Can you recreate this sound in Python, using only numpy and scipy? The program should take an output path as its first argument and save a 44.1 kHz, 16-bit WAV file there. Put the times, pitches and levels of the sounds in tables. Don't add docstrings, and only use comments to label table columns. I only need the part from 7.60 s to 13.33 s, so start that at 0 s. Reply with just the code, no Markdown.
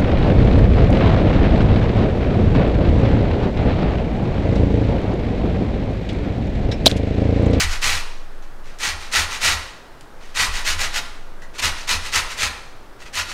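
import sys
import numpy as np
from scipy import signal
from scipy.fft import rfft, irfft, next_fast_len
from scipy.io import wavfile

SR = 44100
rng = np.random.default_rng(int(sys.argv[2]) if len(sys.argv) > 2 else 0)


def generate_wav(signal):
    frames = np.transpose(np.atleast_2d(signal))
    scaled = np.clip(frames, -1, 1) * 32767
    pcm = np.round(scaled).astype(np.int16)
    wavfile.write(sys.argv[1], SR, pcm)


N = 252781
TIME = np.arange(N) / SR


def amp(db):
    return 10 ** (np.asarray(db) / 20)


def evened(x):
    return x / np.sqrt(np.mean(x ** 2) + 1e-20)


def read(points, hz):
    f, value = np.transpose(points)
    return np.interp(np.log(hz + 1), np.log(f + 1), value)


def add(mix, start_s, sound):
    part = mix[max(round(start_s * SR), 0):][:len(sound)]
    part += sound[:len(part)]


def through(x, response):
    return signal.oaconvolve(x, response)[:N]


def colour(points, size=4096):
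    hz = abs(np.fft.fftfreq(size, 1 / SR))
    log_gain = np.log(amp(np.maximum(read(points, hz), -100)))
    spectrum = np.exp(np.conj(signal.hilbert(log_gain)))
    response = np.fft.ifft(spectrum).real[:size // 2]
    return response / np.linalg.norm(response)


def ringing(modes, size=16384):
    t = TIME[:size]
    response = np.zeros(size)
    for hz, width_hz, db in modes:
        decay = np.exp(-np.pi * width_hz * t)
        response += amp(db) * width_hz * decay * np.sin(2 * np.pi * hz * t)
    return response / np.linalg.norm(response)


# f/Hz, level/dB (density, relative)
FAN_SPECTRUM = [(20, -9.5), (40, -11), (60, -17), (85, -22), (150, -23), (400, -21), (950, -24),
                (1600, -26.5), (2300, -35), (4000, -39), (7000, -45.5), (11500, -50), (15800, -54)]
FAN_RMS_DB = -43.5


def fan(hum_hz=120, hum_db=-58):
    air = evened(through(rng.standard_normal(N), colour(FAN_SPECTRUM)))
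    hum = np.sin(2 * np.pi * hum_hz * TIME)
    return amp(FAN_RMS_DB) * air + amp(hum_db) * hum


# f/Hz, t60/s
TAIL_T60 = [(150, 0.59), (1000, 0.74), (3000, 0.71), (6000, 0.7), (9000, 0.59), (12000, 0.48),
            (16000, 0.69)]
# f/Hz, level/dB
WALL_RETURN = [(200, 6), (1000, 4.5), (2000, -3.5), (4000, -3), (7000, -6.5), (10000, -0.5), (16000, -7)]


def echoes(wet_db=-6.5, early_db=-7, size=30000):
    hz, t, bands = signal.stft(rng.standard_normal(size), SR, nperseg=256)
    tail_db = read(WALL_RETURN, hz)[:, None] - 60 * t / read(TAIL_T60, hz)[:, None]
    tail = signal.istft(bands * amp(tail_db), SR)[1]
    early = np.zeros(len(tail))
    delays_s = rng.uniform(0.002, 0.025, size=12)
    early[(delays_s * SR).astype(int)] = rng.choice([-1, 1], size=12)
    return amp(wet_db) * tail / np.linalg.norm(tail) + amp(early_db) * early / np.linalg.norm(early)


def kitchen(x, count=11, spots_per_s=70):
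    spot = TIME * spots_per_s
    out = x.copy()
    for k in range(count):
        nearness = np.maximum(1 - abs((spot - k) % count - 1), 0)
        out += through(x * np.sqrt(nearness), echoes())
    return out


HOLD_SHARE = 0.45


def bite(rise_s, hold_s, fall_s, ease=0.56, curve=0.99):
    knees_s = np.cumsum([0, rise_s, hold_s, fall_s])
    t = np.arange(0, knees_s[-1], 1 / SR)
    return np.interp(t, knees_s, [0, 1, ease, 0]) ** curve


def stroke_bite(start_s, rise_s, length_s):
    hold_s = HOLD_SHARE * (length_s - rise_s)
    grip = bite(rise_s, hold_s, length_s - rise_s - hold_s)
    return grip[max(round(-start_s * SR), 0):]


# t/s, rise/s, length/s, level/dB
GRATING_STROKES = [ (-0.05, 0.039, 0.11, -12), (0.069, 0.061, 0.12, -25.5), (0.211, 0.028, 0.22, -17),
                   (1.027, 0.046, 0.17, -45.5), (1.188, 0.061, 0.16, -19.5), (1.38, .04, 0.15, -35.5),
                   (1.511, 0.051, .15, -14.5), (1.684, 0.049, 0.12, -25.5), (1.799, .062, 0.17, -14),
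                   (2.58, 0.051, 0.29, -46), (2.743, 0.061, .15, -15.5), (2.903, 0.057, 0.15, -25),
                   (3.041, 0.038, 0.12, -17.5), (3.176, 0.035, 0.12, -19), (3.321, 0.052, 0.085, -19.5),
                   (3.93, 0.028, 0.099, -38), (3.979, .018, .032, -21.5), (4.013, 0.031, .1, -15.5),
                   (4.137, 0.054, 0.15, -34), (4.27, 0.035, 0.11, -16), (4.406, 0.063, 0.11, -28.5),
                   (4.515, 0.045, 0.11, -15), (4.682, 0.032, 0.081, -28.5), (4.764, 0.071, .13, -17.5),
                   (5.385, 0.039, .065, -39.5), (5.445, 0.021, .055, -39.5), (5.524, 0.069, 0.11, -19.5),
                   (5.659, 0.043, 0.12, -30)]
PUSH_DB, PUSH_LAG_S = -15.5, 0.015


def shoves():
    push = np.zeros(N)
    for start_s, rise_s, length_s, db in GRATING_STROKES:
        grip = stroke_bite(start_s, rise_s, length_s)
        add(push, start_s + PUSH_LAG_S, amp(db + PUSH_DB) * grip)
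    return push * rng.standard_normal(N)


# f/Hz, t60/s, level/dB; t60 is that of the sway after a bump
STAND_MODES = [(13.935, 5.5, -0.5), (26.5, 0.59, 2.5)]
# t/s, thud level/dB, stand shake level/dB
FOOT_BUMPS = [(0.035, -20, -16), (0.33, -29, -39), (1.315, -31.5, -45), (1.926, -26, -35),
              (2.875, -28, -20), (3.15, -29, -35), (4.038, -25.5, -26), (4.345, -28.5, -44),
              (4.831, -26.5, -35.5)]


def stand(push, tremble_db=-38, rattle_db=-3, width_hz=4, onset_s=0.019):
    slow, fast = (ringing([(hz, width_hz, 0)]) for hz, _, _ in STAND_MODES)
    out = amp(tremble_db) * through(rng.standard_normal(N), slow)
    out += amp(rattle_db) * through(push, fast)
    sway = np.zeros(N)
    for hz, t60_s, db in STAND_MODES:
        sway += amp(db - 60 * TIME / t60_s) * np.sin(2 * np.pi * hz * TIME)
    sway *= 1 - np.exp(-TIME / onset_s)
    for start_s, _, shake_db in FOOT_BUMPS:
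        add(out, start_s, amp(shake_db) * sway)
    return out


# f/Hz, width/Hz, level/dB
COUNTER_MODES = [(49.3, 3.8, -4.5), (77, 7.5, 4), (141, 9.4, -24), (168.3, 17.5, -15.5)]


def counter(push, drone_db=-1, onset_s=0.015):
    body = ringing(COUNTER_MODES)
    out = amp(drone_db) * through(push, body)
    thud = body * (1 - np.exp(-TIME[:len(body)] / onset_s))
    thud /= abs(thud).max()
    for start_s, thud_db, _ in FOOT_BUMPS:
        add(out, start_s, amp(thud_db) * thud)
    return out


def tearing(length, per_s=8000, spread_db=2.5):
    size = amp(spread_db * np.minimum(rng.exponential(1, length), 3))
    sign = rng.choice([-1, 1], length)
    return evened(size * sign * (rng.random(length) < per_s / SR))


# t/s, scuff level/dB, ring level/dB
FRUIT_TOUCHES = [(0.823, -45, -56), (3.818, -40.5, -36), (5.412, -50, -44)]


def touches(fade_s=0.048, ring_hz=1940, width_hz=60):
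    out, grip = np.zeros(N), bite(0.0023, 0.0027, fade_s)
    scuff, ring = colour(GRIT_SPECTRUM), ringing([(ring_hz, width_hz, 0)], size=2048)
    for start_s, scuff_db, ring_db in FRUIT_TOUCHES:
        body = amp(scuff_db) * scuff + amp(ring_db) * ring
        cuts = tearing(SR)[:len(grip)]
        add(out, start_s, signal.fftconvolve(grip * cuts, body))
    return out


# t/s, peak level/dB
PEEL_SNAPS = [(1.187, -30), (2.409, -34), (3.074, -22), (3.995, -23), (5.554, -15)]
HARD_DB, CATCH_DB, CATCH_AFTER_S = -23, -7.5, 0.016


def snaps(decay_s=0.0032, low_hz=2200, top_hz=8000):
    out, t = np.zeros(N), TIME[:512]
    band = signal.butter(2, [low_hz, top_hz], "band", fs=SR, output="sos")
    catches = [(start_s + CATCH_AFTER_S, db + CATCH_DB)
               for start_s, _, _, db in GRATING_STROKES if db > HARD_DB and start_s > 0]
    for start_s, peak_db in [*PEEL_SNAPS, *catches]:
        burst = rng.standard_normal(len(t)) * np.exp(-t / decay_s)
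        tick = signal.sosfilt(band, burst)
        add(out, start_s, amp(peak_db) * tick / abs(tick).max())
    return out


def judder(rate_hz=60, depth_db=2.0):
    size = next_fast_len(N)
    hz = np.fft.rfftfreq(size, 1 / SR)
    shape = hz / rate_hz * np.exp(-hz / rate_hz)
    flutter = evened(irfft(rfft(rng.standard_normal(size)) * shape, size))
    return evened(amp(depth_db * np.tanh(flutter[:N])))


# f/Hz, level/dB (density, relative)
GRIT_SPECTRUM = [(100, -12), (200, -68), (350, -20.5), (550, -10), (750, -7.5), (1100, -1), (2500, 3.5),
                 (3400, -1.5), (5000, -2.5), (6600, -4), (9000, -14), (10000, -17.5), (12000, -19.5),
                 (15800, -33)]
# f/Hz, width/Hz, level/dB
STEEL_MODES = [(1040, 26, -3.5), (1410, 28, 3.5), (1440, 50, -16), (1805, 24, -6), (1940, 87, 8),
               (2480, 120, -12), (2580, 89, -9), (3910, 116, 1), (4200, 120, -1.5), (5170, 80, -30),
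               (5700, 130, -16), (5920, 90, -15), (8730, 380, -10.5)]
FULL_DB, FULL_TILT_DB_PER_OCTAVE, TILT_PER_DB = -15.5, 1.03, 0.0565


def rasp(ring_db=-9, grit_db=-2, wander_db=1.5):
    catch, grit, out = judder(), colour(GRIT_SPECTRUM), np.zeros(N)
    cuts, plucks = catch * tearing(N), catch * tearing(N)
    spots = rng.standard_normal((len(GRATING_STROKES), len(STEEL_MODES)))
    for (start_s, rise_s, length_s, db), spot in zip(GRATING_STROKES, spots):
        first = max(round(start_s * SR), 0)
        grip = stroke_bite(start_s, rise_s, length_s)[:N - first]
        span = slice(first, first + len(grip))
        modes = np.array(STEEL_MODES) + np.outer(wander_db * spot, [0, 0, 1])
        steel = ringing(modes, size=len(grit))
        stroke = amp(grit_db) * signal.fftconvolve(grip * cuts[span], grit)
        stroke += amp(ring_db) * signal.fftconvolve(grip * plucks[span], steel)
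        hz = np.fft.rfftfreq(len(stroke), 1 / SR)
        octaves = np.log2(np.maximum(hz, 500) / 3000)
        tilt = FULL_TILT_DB_PER_OCTAVE + TILT_PER_DB * (db - FULL_DB)
        add(out, start_s, irfft(rfft(stroke) * amp(db + tilt * octaves), len(stroke)))
    return out


def scene():
    push = shoves()
    grater = rasp() + touches() + snaps()
    return (kitchen(grater) + counter(push) + stand(push) + fan())[None]


EDGE_HZ = 15800


def record(dry):
    lowpass = signal.firwin(511, EDGE_HZ, window=("kaiser", 9), fs=SR)
    return signal.oaconvolve(dry, lowpass[None], "same")


dry = scene()
out = record(dry)
generate_wav(out)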